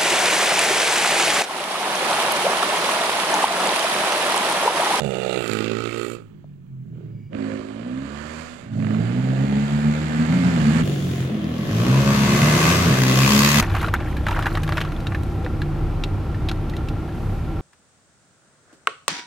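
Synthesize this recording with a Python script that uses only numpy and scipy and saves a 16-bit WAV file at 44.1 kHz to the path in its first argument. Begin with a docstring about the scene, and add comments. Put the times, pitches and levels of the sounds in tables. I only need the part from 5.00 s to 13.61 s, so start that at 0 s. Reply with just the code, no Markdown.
"""Two dirt bikes among palms

Two single-cylinder bikes lap a dirt track, working throttle and gears. Each firing gives a low boom,
a bark from the pipe and a puff of gas (rasp, sizzle); the trees scatter them. Four runs under power
rise out of a quiet coasting burble. The bikes start far right and move inward; at 5.8 s the sound
jumps to the centre and one approaches. Also: pops, faint brake ringing, handling knocks, open air."""
import sys
import numpy as np
from scipy import signal
from scipy.fft import irfft, next_fast_len
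from scipy.io import wavfile
from scipy.ndimage import uniform_filter1d

SR = 44100
rng = np.random.default_rng(int(sys.argv[2]) if len(sys.argv) > 2 else 0)


def unload_audio(sound):
    """Save the sound as a 16-bit wav file, at the path given as the first command line argument."""
    columns = np.transpose(np.atleast_2d(sound))
    # keep every value between -1 and 1, then stretch to whole-number steps
    steps = np.round(np.clip(columns, -1, 1) * 32767)
    wavfile.write(sys.argv[1], SR, steps.astype(np.int16))


N = 379701
T = np.arange(N) / SR
TAPS = 4096

# Throttle and gear changes: start_s, target_firing_hz, response_s
LEAD_THROTTLE = [(0, 63.03, .058), (.394, 54.31, .03), (.587, 61.56, .583), (1.17, 52, .04),
                 (1.28, 14.4, 1.65), (2.241, 53.28, .022), (2.73, 95.67, .68), (3.56, 53.42, .04),
                 (3.9, 85.2, .88), (5.825, 48.06, .006), (5.9, 35.7, .65), (6.55, 96, .62),
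                 (7.0, 69.2, .03), (7.28, 84, .4), (7.87, 63.86, .029), (8.08, 79, .501)]
CHASER_THROTTLE = [(0, 42.4, .911), (3.8, 68.98, .292), (4.7, 90.1, 0.51), (5.26, 62.5, .02), (5.4, 54, .6),
                   (6.2, 79.88, .04), (6.52, 60.57, 0.098), (7.951, 56.97, .2)]
# Lead's rear wheel slips (revs flare) or bites (revs bog): time_s, extra_firing_hz, half_width_s
WHEEL_SLIP = [(4.2, 1.5, .06), (5.36, 11, .06), (5.47, 8, .07), (5.65, -8, .065), (7.76, 12.5, .085)]
# Chaser relative to lead: time_s, pipe_db, gas_db
CHASER_SHARE = [(0, -12, -4), (1.2, -42, -6.5), (2.15, -2, -20), (2.8, -18, -17), (3.5, -15, -13),
                (3.78, -4.5, -2), (3.95, -3.5, 5), (4.2, -34, -3), (5.2, -12, -7.5), (5.32, -6, 2),
                (5.6, -8, -6), (5.9, -19, -13), (6.3, -1.5, -4.5), (6.85, -24.5, -15), (7.2, -7, -8),
                (7.8, -5, -18.5), (8.1, -24, -2), (8.61, -9, -38)]

# Runs under power: time_s, boom_db, bark_db, rasp_db, sizzle_db
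RIDE_AWAY = [(0.0, -28, -30, -36, -48), (0.098, -28.5, -27, -39.5, -49), (0.136, -37, -29.5, -38, -52.5),
             (0.414, -38, -27.5, -33.5, -46), (0.522, -33, -29, -33.5, -45.5),
             (0.694, -31.5, -28, -36.5, -59), (0.81, -32.5, -30, -37, -57), (1.066, -41, -31, -39.5, -50),
             (1.14, -37, -34.5, -45, -50.5)]
ROUND_BEND = [(2.34, -28, -35.5, -48.5, -68), (2.372, -30, -36.5, -45.5, -62),
              (2.54, -28, -35.5, -42.5, -57.5), (2.64, -38.5, -38, -46.5, -60), (2.85, -31, -42, -47, -61),
              (3.01, -31.5, -45, -45, -59), (3.11, -36.5, -43, -42.5, -56), (3.408, -35.5, -42.5, -41, -51),
              (3.596, -54, -49, -46.5, -58), (3.64, -35, -46, -50, -62)]
CLIMB_HILL = [(3.74, -28, -49, -49, -62), (3.78, -23.5, -38, -51, -60.5), (3.89, -20.5, -34, -43, -57.5),
              (4.56, -19, -33.5, -38, -52.5), (4.62, -23, -37, -38.5, -50.5), (4.98, -20, -35, -37, -51),
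              (5.81, -15.5, -33.5, -32, -44)]
APPROACH = [(5.86, -21, -31, -40, -45.5), (6.09, -20.5, -34, -41.5, -45), (6.24, -26, -35, -42, -47.5),
            (6.29, -27, -35.5, -42.5, -53), (6.4, -22, -37.5, -43, -54), (6.61, -22, -33.5, -41, -48),
            (6.78, -19, -30, -34, -40.5), (6.9, -14.5, -27, -32, -41), (7.16, -16, -29.5, -27.5, -38),
            (7.7, -17.5, -23.5, -23, -30), (7.85, -17, -26.5, -26, -35), (8.1, -17, -25.5, -26.5, -35.5),
            (8.35, -15, -26, -22.5, -28.5), (8.5, -20, -29, -22.5, -30), (8.6, -14, -25, -22, -28.5)]
# Run envelopes: levels, attack_s, base_release_s
RUNS = [(RIDE_AWAY, .01, .055), (ROUND_BEND, .016, .2), (CLIMB_HILL, .05, .035), (APPROACH, .07, .05)]
# Release speed factors: boom, bark, rasp, sizzle
RELEASE_SPEED = [0.8, 1, 1.15, 2.2]
# Shut-throttle burble, rows boom to sizzle: level_db, swell_db, half_width_s
OVERRUN = [(-43.5, 9, 0.33), (-63, 15.5, 0.21), (-73, 7, 0.13), (-76, 2.5, 0.28)]
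# Brief sags of the boom: time_s, change_db
SAGS = [(4.362, -3), (4.69, -8.5), (4.82, -5.5), (4.948, -5.5), (5.122, -4), (5.28, -2.5), (6.16, -5),
        (6.28, -1.5), (6.43, -2.5), (7.38, -5), (7.802, 1), (7.98, -5)]

# Stretches of the ride; each register scales the base roughness and offsets the base echo:
# start_s, blend_s, left_lag_ms, pipe_roughness, gas_roughness, pipe_echo_db, gas_echo_db
STRETCHES = [(0, .01, 0.47, 0.23, 0.75, -13, -1), (.42, 0.18, 0.52, 0.16, 0.65, -5, -1),
             (1.22, 0.2, 0.73, 0.2, 0.8, 5, 24), (2.31, 0.014, 0.56, 0.2, 0.8, 2.5, 6.5),
             (2.762, 0.31, .5, 0.28, 0.73, 0.5, 8.5), (3.62, 0.64, .48, 0.42, 0.87, 1, 8),
             (4.3, 0.64, .4, 0.34, 0.4, -0.5, 4.5), (5.29, 0.071, .35, 0.47, 0.53, 1.5, 6),
             (5.826, 0.01, 0.029, 0.61, 0.7, 2, 5), (6.271, 0.044, .03, 0.67, 0.94, 7.5, 7),
             (6.65, 0.79, 0.083, 0.37, 0.56, 1, 4.5), (8.0, 0.026, .1, 0.33, 0.72, 3, 0)]
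# Low exhaust resonances, one spectrum per stretch: freq_hz, gain_db
PIPE_SPECTRA = [
    [(26, -30), (45, -47), (75, -6), (91, -20), (118, 0.5), (199, 2.5), (277, -17), (305, -12.5),
     (443, -7.5), (1020, -19.5), (1100, -20), (1430, -62), (2420, -120)],
    [(26, -46), (45, -43), (80, 3), (88, -20), (103, -3), (140, 12.5), (181, -22), (215, 3), (301, 0),
     (335, -1.5), (455, -6), (698, -28), (1100, -25), (1430, -49), (2420, -120)],
    [(21, -67), (40, -34.5), (86, -16), (102, -7), (125, 5), (155, 2), (196, -7.5), (290, -22.5),
     (407, -34.5), (456, -43.5), (1000, -57), (1300, -94), (2200, -120)],
    [(26, -55), (45, -32), (75, -7), (110, -11), (160, -10.5), (216, -4), (266, 3.5), (320, -6.5),
     (373, -6), (425, -19), (480, -14.5), (530, -13), (600, -11.5), (834, -34), (1000, -27), (1300, -50),
     (2200, -120)],
    [(26, -63), (45, -43), (75, -10.5), (134, -9.5), (180, -11.5), (225, -5), (255, -0.5), (299, -11),
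     (350, -8), (410, -16.5), (540, -11), (834, -19), (1000, -25), (1300, -52), (2200, -120)],
    [(26, -52), (45, -31), (62, -33), (81, -8), (106, -2.5), (129, 3.5), (163, -1), (187, -6), (220, 1),
     (262, -8.5), (290, -5.5), (345, -20), (543, -27.5), (678, -24), (1000, -44), (1300, -63), (2200, -120)],
    [(26, -80), (45, -22), (68, -16), (97, -10), (125, -0.5), (145, 2), (162, -0.5), (187, 3.5), (206, -1),
     (232, 4), (266, -2), (290, -11.5), (363, -16), (393, -21.5), (834, -23.5), (1000, -48), (1300, -78),
     (2200, -120)],
    [(26, -72), (45, -27), (90, -12), (120, -0.5), (146, 3.5), (165, -1), (185, 4.5), (205, -1), (226, 5.5),
     (247, -4.5), (275, -3.5), (300, -9.5), (393, -17.5), (834, -22), (1000, -33), (1300, -80),
     (2200, -120)],
    [(24, -65), (40, -22), (134, 1), (162, -2.5), (302, -15), (340, -14), (374, -19), (406, -19.5),
     (440, -30), (477, -28), (1000, -36.5), (1300, -68), (2200, -120)],
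    [(24, -68), (40, -39), (73, -16.5), (160, -2.5), (230, 0.5), (260, -10), (306, -1.5), (340, -9),
     (616, -17.5), (874, -34), (1000, -16), (1300, -61), (2200, -120)],
    [(21, -62), (35, 7), (70, -23), (91, -3), (135, 2), (194, -2.5), (304, -15.5), (354, -14), (391, -21.5),
     (563, -24.5), (755, -25.5), (1000, -31), (1300, -43), (2200, -120)],
    [(21, -53), (35, -40), (91, -6), (135, 2), (168, -3.5), (205, -0.5), (243, -3.5), (275, -10),
     (443, -24.5), (571, -23.5), (845, -26), (1000, -19), (1300, -47), (2200, -120)],
]
# Gas noise spectra: freq_hz, gain_db
AWAY = [(410, -21), (700, 6), (848, 1), (1020, -24), (1260, 3), (1660, -10), (1960, -3.5), (2160, -8.5),
        (2370, -2), (2540, -8), (2790, 1), (3170, -15), (3460, -2), (3950, -11.5), (4250, -10.5),
        (5240, -23), (7410, -16), (15000, -42.5)]
LEAVING = [(410, -32), (700, -9), (806, -3), (977, -17.5), (1270, -2.5), (1450, -3), (1620, -8),
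           (1750, -13), (1930, -2), (2120, -13), (2300, -3.5), (2470, -6.5), (2660, -2.5), (2880, -13),
           (3150, -5.5), (3330, -14), (3540, -10), (4000, -14), (4200, -11), (4500, -13), (4800, -17),
           (5810, -16.5), (7220, -1), (9700, -12.5), (12500, -14), (15000, -26)]
COAST = [(410, -36), (700, 1.5), (2080, -3.5), (2270, -3), (5610, -18.5), (6830, -14), (9860, -29),
         (12200, -41), (16000, -8.5)]
BEND = [(410, -27), (700, 4), (841, -6), (1050, 0.5), (1800, -2.5), (1970, -4.5), (2300, -5.5),
        (4550, -15.5), (5690, -30.5), (7290, -26), (12200, -51.5), (13900, -51), (16000, -65)]
CLIMB = [(410, -11), (700, 2.5), (1010, -6.5), (1500, -3.5), (2080, -5), (2560, -9.5), (3500, -14),
         (4550, -16.5), (5760, -29), (7200, -22.5), (8310, -31), (13900, -48), (16000, -50)]
FAR = [(410, -33), (700, 19), (863, -1), (1050, 4.5), (1260, 2), (2130, 3), (2590, 1), (3320, 3),
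       (5540, -21), (6920, -22), (8210, -30.5), (11000, -28), (14800, -37), (16000, -23)]
HEAD_ON = [(410, -37), (700, 1), (850, -5), (1150, 0.5), (1360, -6.5), (1540, -2), (1830, -5.5), (2050, -4),
           (2280, -8), (2530, -4.5), (2990, -9), (6340, -12.5), (8990, -22.5), (14300, -24), (15500, -30)]
CLOSE = [(410, -31), (700, -16), (850, -10), (1120, -4), (1360, -9), (1520, -5), (1820, -7.5), (2030, -3),
         (2250, -9.5), (2570, -2.5), (2950, -11), (3230, -8), (4380, -11), (4670, -6.5), (4900, -14),
         (5180, -4.5), (5710, -10), (6400, -2.5), (8990, -14), (12100, -11), (15500, -15.5)]
# Gas spectrum per stretch
GAS_SPECTRA = [AWAY, LEAVING, COAST, BEND, BEND, CLIMB, CLIMB, CLIMB, FAR, FAR, HEAD_ON, CLOSE]
# Directions of the bikes: freq_hz, left_minus_right_db
HARD_RIGHT = [(60, -19), (130, -13.5), (290, -19), (640, -25), (3100, -25), (5600, -48), (7500, -36),
              (15000, -17)]
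RIGHT = [(120, -3), (240, -5.5), (480, -10.5), (950, -12.5), (1900, -18.5), (7500, -26), (15000, 0)]
HALF_RIGHT = [(120, -5), (240, -3.5), (480, -11), (1000, -16), (1900, -16), (3800, -25), (7500, -26),
              (15000, 5)]
NEAR_CENTRE = [(120, 0), (950, -3), (1900, -6.5), (3800, -14), (7500, -26.5), (15000, -4)]
CENTRE = [(120, 0), (400, -0.5), (2400, 1), (6000, -1), (15000, 10)]
AHEAD = [(120, 0.4), (400, -0.5), (1400, 1), (3100, 2.5), (6800, 3.5), (15000, 13.5)]
# Direction per stretch
DIRECTIONS = [HARD_RIGHT, HARD_RIGHT, RIGHT, RIGHT, RIGHT, HALF_RIGHT, NEAR_CENTRE, NEAR_CENTRE, CENTRE,
              CENTRE, AHEAD, AHEAD]

# Passing pipe resonances: time_s, half_width_s, pitch_hz, width_hz, level_db, left_minus_right_db
PIPE_RINGS = [(.33, 0.079, 3740, 250, -43, -34), (0.801, 0.12, 1305, 109, -42, -29),
              (1.0, 0.17, 1280, 110, -40.5, -35), (.91, 0.046, 2230, 160, -38, -24),
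              (.92, 0.041, 2600, 140, -40, -24), (1.99, 0.062, 405, 90, -51.5, -3),
              (2.52, 0.063, 525, 35, -36, -10), (2.84, 0.067, 240, 25, -37, -1),
              (3.02, 0.059, 258, 25, -37, -1), (3.3, 0.066, 237, 25, -43.5, -8),
              (6.96, .025, 1020, 79.6, -31, -4), (7.08, 0.12, 544, 35, -32, 0),
              (7.2, 0.28, 354, 35, -36, 6), (7.47, 0.13, 616, 61, -30.5, 0),
              (7.5, 0.19, 2040, 130, -34.5, 1), (7.69, 0.078, 1160, 120, -32, 8),
              (7.69, 0.086, 2390, 196, -33, 0), (7.25, 0.22, 2500, 150, -43, 0),
              (7.25, 0.55, 1108, 70, -38, 0), (8.45, 0.13, 1110, 110, -41, -2),
              (8.25, 0.023, 2510, 306, -25, -1), (8.26, 0.19, 1106, 110, -28.5, -2)]
# Single hard firings: start_s, peak_db, centre_hz
POPS = [(.478, -17, 5500), (.515, -14, 2800), (.588, -18, 2300), (.643, -17, 2400), (.68, -16, 2600),
        (.857, -16, 2200), (2.331, -26, 1700), (2.349, -24, 1800), (2.518, -23, 1700), (3.801, -24, 1500),
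        (3.824, -24, 1500), (3.846, -22, 1500), (3.868, -21, 1400), (3.908, -21, 1400), (3.946, -20, 1500)]
# Resonances while slowing for the bend, probably the brake disc: pitch_hz, level_db
BRAKE_MODES = [(2270, -69), (2850, -78), (4750, -78)]
# Handling knocks: start_s, level_db, pitch_hz, decay_s, left_minus_right_db
KNOCKS = [(1.443, -47, 114, .012, 14), (1.443, -41, 624, 0.0028, 14), (5.818, -25, 45.4, 0.019, 0),
          (6.444, -31, 4700, 0.00043, 10), (6.584, -26, 4800, 0.00019, 13)]
# Still air: freq_hz, gain_db
AIR_SPECTRUM = [(20, 0), (60, -2), (200, 4), (500, -22), (1000, -36), (3000, -54), (8000, -48),
                (16000, -51)]
# Gas puffs last longer from close by: time_s, decay_ms
GAS_DECAY = [(0, 2.2), (3.8, 2.6), (6.6, 2.8), (8.2, 3.6)]

PUFF_SQUARENESS = 2.2  # a puff holds, then the valve cuts it off
BARK_AHEAD_S, BURBLE_AT_S = .0015, 2.043
LINGER_DB, LINGER_DB_PER_S = -14.5, -32  # tail held by the trees after a run


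def bikes():
    """Two engines fire into like pipes: boom and bark below, turbulent rasp and sizzle above."""
    slip_hz = sum(hz * bump(time_s, half_width_s) for time_s, hz, half_width_s in WHEEL_SLIP)
    lead = firings(revs(LEAD_THROTTLE, start_hz=77.15) + slip_hz, uneven_db=1.27, jitter_ms=.035)
    chaser = firings(revs(CHASER_THROTTLE, start_hz=82.82), uneven_db=3, jitter_ms=.063)
    pipe_rough, gas_rough, pipe_echo_db, gas_echo_db = np.transpose(STRETCHES)[3:]

    chaser_pipe_db = curve(CHASER_SHARE, column=1)
    pipe_clicks = unit_rms(blend(lead, chaser, chaser_pipe_db))
    lead_surge, chaser_surge = (puffs(engine, decay_ms=6.6, steady=.87, uneven_db=-2.5, correlation=.75)
                                for engine in (lead, chaser))
    surge = blend(lead_surge, chaser_surge, chaser_pipe_db)

    chaser_gas_db = curve(CHASER_SHARE, column=2)
    gas_clicks = unit_rms(blend(lead, chaser, chaser_gas_db))
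    decay_ms = curve(GAS_DECAY, column=1)
    lead_gas, chaser_gas = (puffs(engine, decay_ms, steady=.22, uneven_db=1.3, correlation=.25)
                            for engine in (lead, chaser))
    gas = blend(lead_gas, chaser_gas, chaser_gas_db)

    boom = radiate(pipe_clicks, surge, PIPE_SPECTRA, .31 * pipe_rough, pipe_echo_db - 7.5,
                   low_hz=60.5, high_hz=324, correlation=.97)
    boom = silencer(boom, centre_hz=169.5, width_hz=58.6) * throb()
    bark = radiate(pipe_clicks, surge, PIPE_SPECTRA, 1.36 * pipe_rough, pipe_echo_db - 3,
                   low_hz=338, high_hz=725, correlation=.74)
    bark = np.roll(bark, -round(BARK_AHEAD_S * SR), axis=1)
    rasp = radiate(gas_clicks, gas, GAS_SPECTRA, gas_rough, gas_echo_db,
                   low_hz=784, high_hz=4950, correlation=.024)
    sizzle = radiate(gas_clicks, gas, GAS_SPECTRA, 2.4 * gas_rough, gas_echo_db + 2,
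                     low_hz=5670, high_hz=18000, correlation=0)
    exhaust = sum(layer * effort(register) for register, layer in enumerate([boom, bark, rasp, sizzle]))
    return exhaust + pipe_ringing(unit_rms(lead) + .25 * lead_gas)


def revs(throttle, start_hz):
    """Firing rate: the flywheel eases toward each new target."""
    firing_hz = np.full(N, float(start_hz))
    for start_s, target_hz, response_s in throttle:
        after = T >= start_s
        gap_hz = firing_hz[after][0] - target_hz
        firing_hz[after] = target_hz + gap_hz * np.exp((start_s - T[after]) / response_s)
    return firing_hz


def firings(firing_hz, uneven_db, jitter_ms):
    """One click per firing, uneven in strength and timing."""
    cycles = np.cumsum(firing_hz) / SR + .5
    at = np.interp(np.arange(1, int(cycles[-1]) + 1), cycles, np.arange(N))
    strength, jitter = rng.standard_normal((len(at), 2)).T
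    crank_drift = 1.4 * uniform_filter1d(jitter[::-1], size=5)
    at = np.clip(at + (jitter + crank_drift) * jitter_ms * SR / 1000, 0, N - 1).astype(int)
    return np.bincount(at, amp(uneven_db * strength) / np.sqrt(firing_hz[at]), N)


def puffs(clicks, decay_ms, steady, uneven_db, correlation):
    """Turbulent gas: noise flaring at each firing over a steady flow."""
    bursts = clicks * amp(uneven_db * rng.standard_normal(N))
    last_firing = np.maximum.accumulate(np.arange(N) * (clicks > 0))
    age_ms = (T - T[last_firing]) * 1000
    flare = bursts[last_firing] * np.exp(-np.minimum(age_ms / decay_ms, 5) ** PUFF_SQUARENESS)
    flow = unit_rms(uniform_filter1d(flare, size=48)) + steady
    return unit_rms(flow * stereo(rng.standard_normal((2, N)), correlation))


def radiate(clicks, turbulence, spectra, roughness, echo_db, low_hz, high_hz, correlation):
    """One exhaust register, scattered, coloured and placed per stretch."""
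    entered = [np.clip((T - start_s) / blend_s + .5, 0, 1) for start_s, blend_s, *_ in STRETCHES[1:]]
    weights = -np.diff([np.ones(N), *entered, np.zeros(N)], axis=0)  # crossfades, sum 1
    noise_share = np.clip(roughness, 0, 1) @ weights
    direct = (1 - noise_share) * clicks + noise_share * turbulence
    echoes = trees(direct, correlation, t60_s=1, onset_s=.0074)
    drive = blend(direct, echoes, echo_db @ weights)

    hz = np.fft.rfftfreq(TAPS, 1 / SR) + 1
    band = 1 / np.sqrt((1 + (low_hz / hz) ** 12) * (1 + (hz / high_hz) ** 12))
    out = np.zeros((2, N + TAPS))
    for weight, (_, _, lag_ms, *_), spectrum, direction in zip(weights, STRETCHES, spectra, DIRECTIONS):
        active = np.flatnonzero(weight > 0)
        left_gain = spectrum_gain(direction, hz)
        left_lag = np.exp(-2j * np.pi * hz * round(lag_ms * SR / 1000) / SR)
        ears = np.array([left_gain * left_lag, np.ones(len(hz))]) / np.hypot(left_gain, 1)
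        colour = minimum_phase(spectrum_gain(spectrum, hz))
        response = np.fft.fftshift(irfft(ears * band * colour), axes=1)
        sound = signal.oaconvolve(drive[:, active] * weight[active], response, axes=1)
        makeup_gain = np.sqrt(np.sum(weight ** 2) / np.sum(sound.mean(0) ** 2))
        add(out, active[0], sound * makeup_gain)
    return out[:, TAPS // 2:][:, :N]


def silencer(x, centre_hz, width_hz):
    """All-pass: the box holds each blow a few ms, so the boom runs on between firings."""
    radius = np.exp(-np.pi * width_hz / SR)
    poles = [1, -2 * radius * np.cos(2 * np.pi * centre_hz / SR), radius ** 2]
    return signal.lfilter(poles[::-1], poles, x)


def throb():
    """Boom gain: brief sags, slight surges around them."""
    sag_db = sum(change_db * bump(time_s, half_width_s=.027) for time_s, change_db in SAGS)
    return amp(sag_db - uniform_filter1d(sag_db, size=16000))


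def effort(register):
    """Register gain: rises into each run, dies treble first, lingers down to the overrun."""
    coast_db, swell_db, half_width_s = OVERRUN[register]
    level_db = coast_db + swell_db * bump(BURBLE_AT_S, half_width_s)
    db_per_neper = 20 / np.log(10)
    for levels, attack_s, base_release_s in RUNS:
        before_s = np.maximum(levels[0][0] - T, 0)
        after_s = np.maximum(T - levels[-1][0], 0)
        rise_db = -db_per_neper * before_s / attack_s
        release_db = -db_per_neper * RELEASE_SPEED[register] * after_s / base_release_s
        fall_db = np.maximum(release_db, LINGER_DB + LINGER_DB_PER_S * after_s)
        level_db = np.maximum(level_db, curve(levels, register + 1) + rise_db + fall_db)
    return amp(level_db)


def pipe_ringing(drive):
    """Firings stir narrow pipe resonances that come and go with heading and load."""
    out = np.zeros((2, N))
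    for time_s, half_width_s, pitch_hz, width_hz, level_db, side_db in PIPE_RINGS:
        ring = resonate(drive, pitch_hz, width_hz)
        ring = resonate(ring, pitch_hz, 3 * width_hz)  # steeper skirts
        out += unit_rms(amp([[side_db], [0]]) * ring) * amp(level_db) * bump(time_s, half_width_s)
    return out


def pops(decay_s, left_db):
    """Hard firings crack out of the pipe under open throttle."""
    out, t = np.zeros((2, N)), T[:TAPS]
    for start_s, peak_db, centre_hz in POPS:
        mouth = signal.butter(3, [centre_hz / 1.6, centre_hz * 1.6], "band", fs=SR, output="sos")
        crack = signal.sosfilt(mouth, rng.standard_normal(TAPS) * np.exp(-t / decay_s))
        add(out, round(start_s * SR), amp([[peak_db + left_db], [peak_db]]) * crack / abs(crack).max())
    return out


def trees(x, correlation, t60_s, onset_s):
    """Trunks and fronds return a spray of weak echoes."""
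    t = T[:SR // 2]
    sparse = rng.standard_normal((2, len(t))) * (rng.random((2, len(t))) < .05)
    echoes = stereo(sparse, correlation) * amp(-60 * t / t60_s) * (1 - np.exp(-t / onset_s))
    echoes /= np.linalg.norm(echoes, axis=1, keepdims=True)
    return signal.oaconvolve(x, echoes, axes=1)[:, :N]


def brake(time_s, half_width_s):
    """Friction stirs narrow resonances in one faint swell."""
    rub = rng.standard_normal(N)
    rings = [amp(level_db) * unit_rms(resonate(rub, pitch_hz, width_hz=53))
             for pitch_hz, level_db in BRAKE_MODES]
    return sum(rings) * bump(time_s, half_width_s)


def knocks():
    """Fingers bump and tick on the microphone's housing: damped sines."""
    out, t = np.zeros((2, N)), T[:TAPS]
    for start_s, level_db, pitch_hz, decay_s, side_db in KNOCKS:
        ring = np.sin(2 * np.pi * pitch_hz * t) * np.exp(-t / decay_s)
        add(out, round(start_s * SR), amp([[level_db + side_db / 2], [level_db - side_db / 2]]) * ring)
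    return out


def air(level_db):
    """Faint, even rush of open air."""
    hz = np.fft.rfftfreq(next_fast_len(N), 1 / SR)
    noise = rng.standard_normal((2, len(hz))) + 1j * rng.standard_normal((2, len(hz)))
    return amp(level_db) * unit_rms(irfft(noise * spectrum_gain(AIR_SPECTRUM, hz))[:, :N])


def amp(db):
    """Decibels to gain."""
    return 10 ** (np.asarray(db) / 20)


def unit_rms(x):
    """Scale to rms 1."""
    return x / np.sqrt(np.mean(x ** 2) + 1e-20)


def blend(main, other, other_db):
    """Constant-power mix."""
    gain = amp(other_db)
    return (main + gain * other) / np.hypot(1, gain)


def bump(time_s, half_width_s):
    """Gaussian swell of height 1."""
    return np.exp(-np.minimum(((T - time_s) / half_width_s) ** 2, 20))


def curve(rows, column):
    """Table column, interpolated over time."""
    rows = np.array(rows)
    return np.interp(T, rows[:, 0], rows[:, column])


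def spectrum_gain(points, hz):
    """Gain from dB points, interpolated over log frequency."""
    freq_hz, gain_db = np.transpose(points)
    return amp(np.interp(np.log(hz + 1), np.log(freq_hz + 1), gain_db))


def minimum_phase(gain):
    """Complex response with these gains that rings after the blow."""
    log_gain = np.log(np.maximum(gain / gain.max(), 3e-3))
    mirrored = np.r_[log_gain, log_gain[-2:0:-1]]
    return gain * np.exp(-1j * signal.hilbert(mirrored).imag[:len(gain)])


def resonate(x, pitch_hz, width_hz):
    """Two-pole band-pass."""
    return signal.lfilter(*signal.iirpeak(pitch_hz, pitch_hz / width_hz, fs=SR), x)


def stereo(noise, correlation):
    """Two independent noises to a correlated pair."""
    return np.array([noise[0], correlation * noise[0] + np.sqrt(1 - correlation ** 2) * noise[1]])


def add(mix, start_sample, sound):
    """Add in place, cut at the end of the mix."""
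    part = mix[:, start_sample:start_sample + sound.shape[1]]
    part += sound[:, :part.shape[1]]


def scene():
    """Bikes, brake and pops over open air and handling knocks."""
    riding = bikes() + brake(time_s=2.25, half_width_s=.17) + pops(decay_s=.0017, left_db=-33)
    return riding + air(level_db=-49.5) + knocks()


def record(dry):
    """Clip at full scale, low-pass at 15.9 kHz."""
    lowpass = signal.firwin(511, 15900, window=("kaiser", 9), fs=SR)
    return signal.oaconvolve(np.clip(dry, -1, 1), lowpass[None], "same")


dry = scene()
out = record(dry)
unload_audio(out)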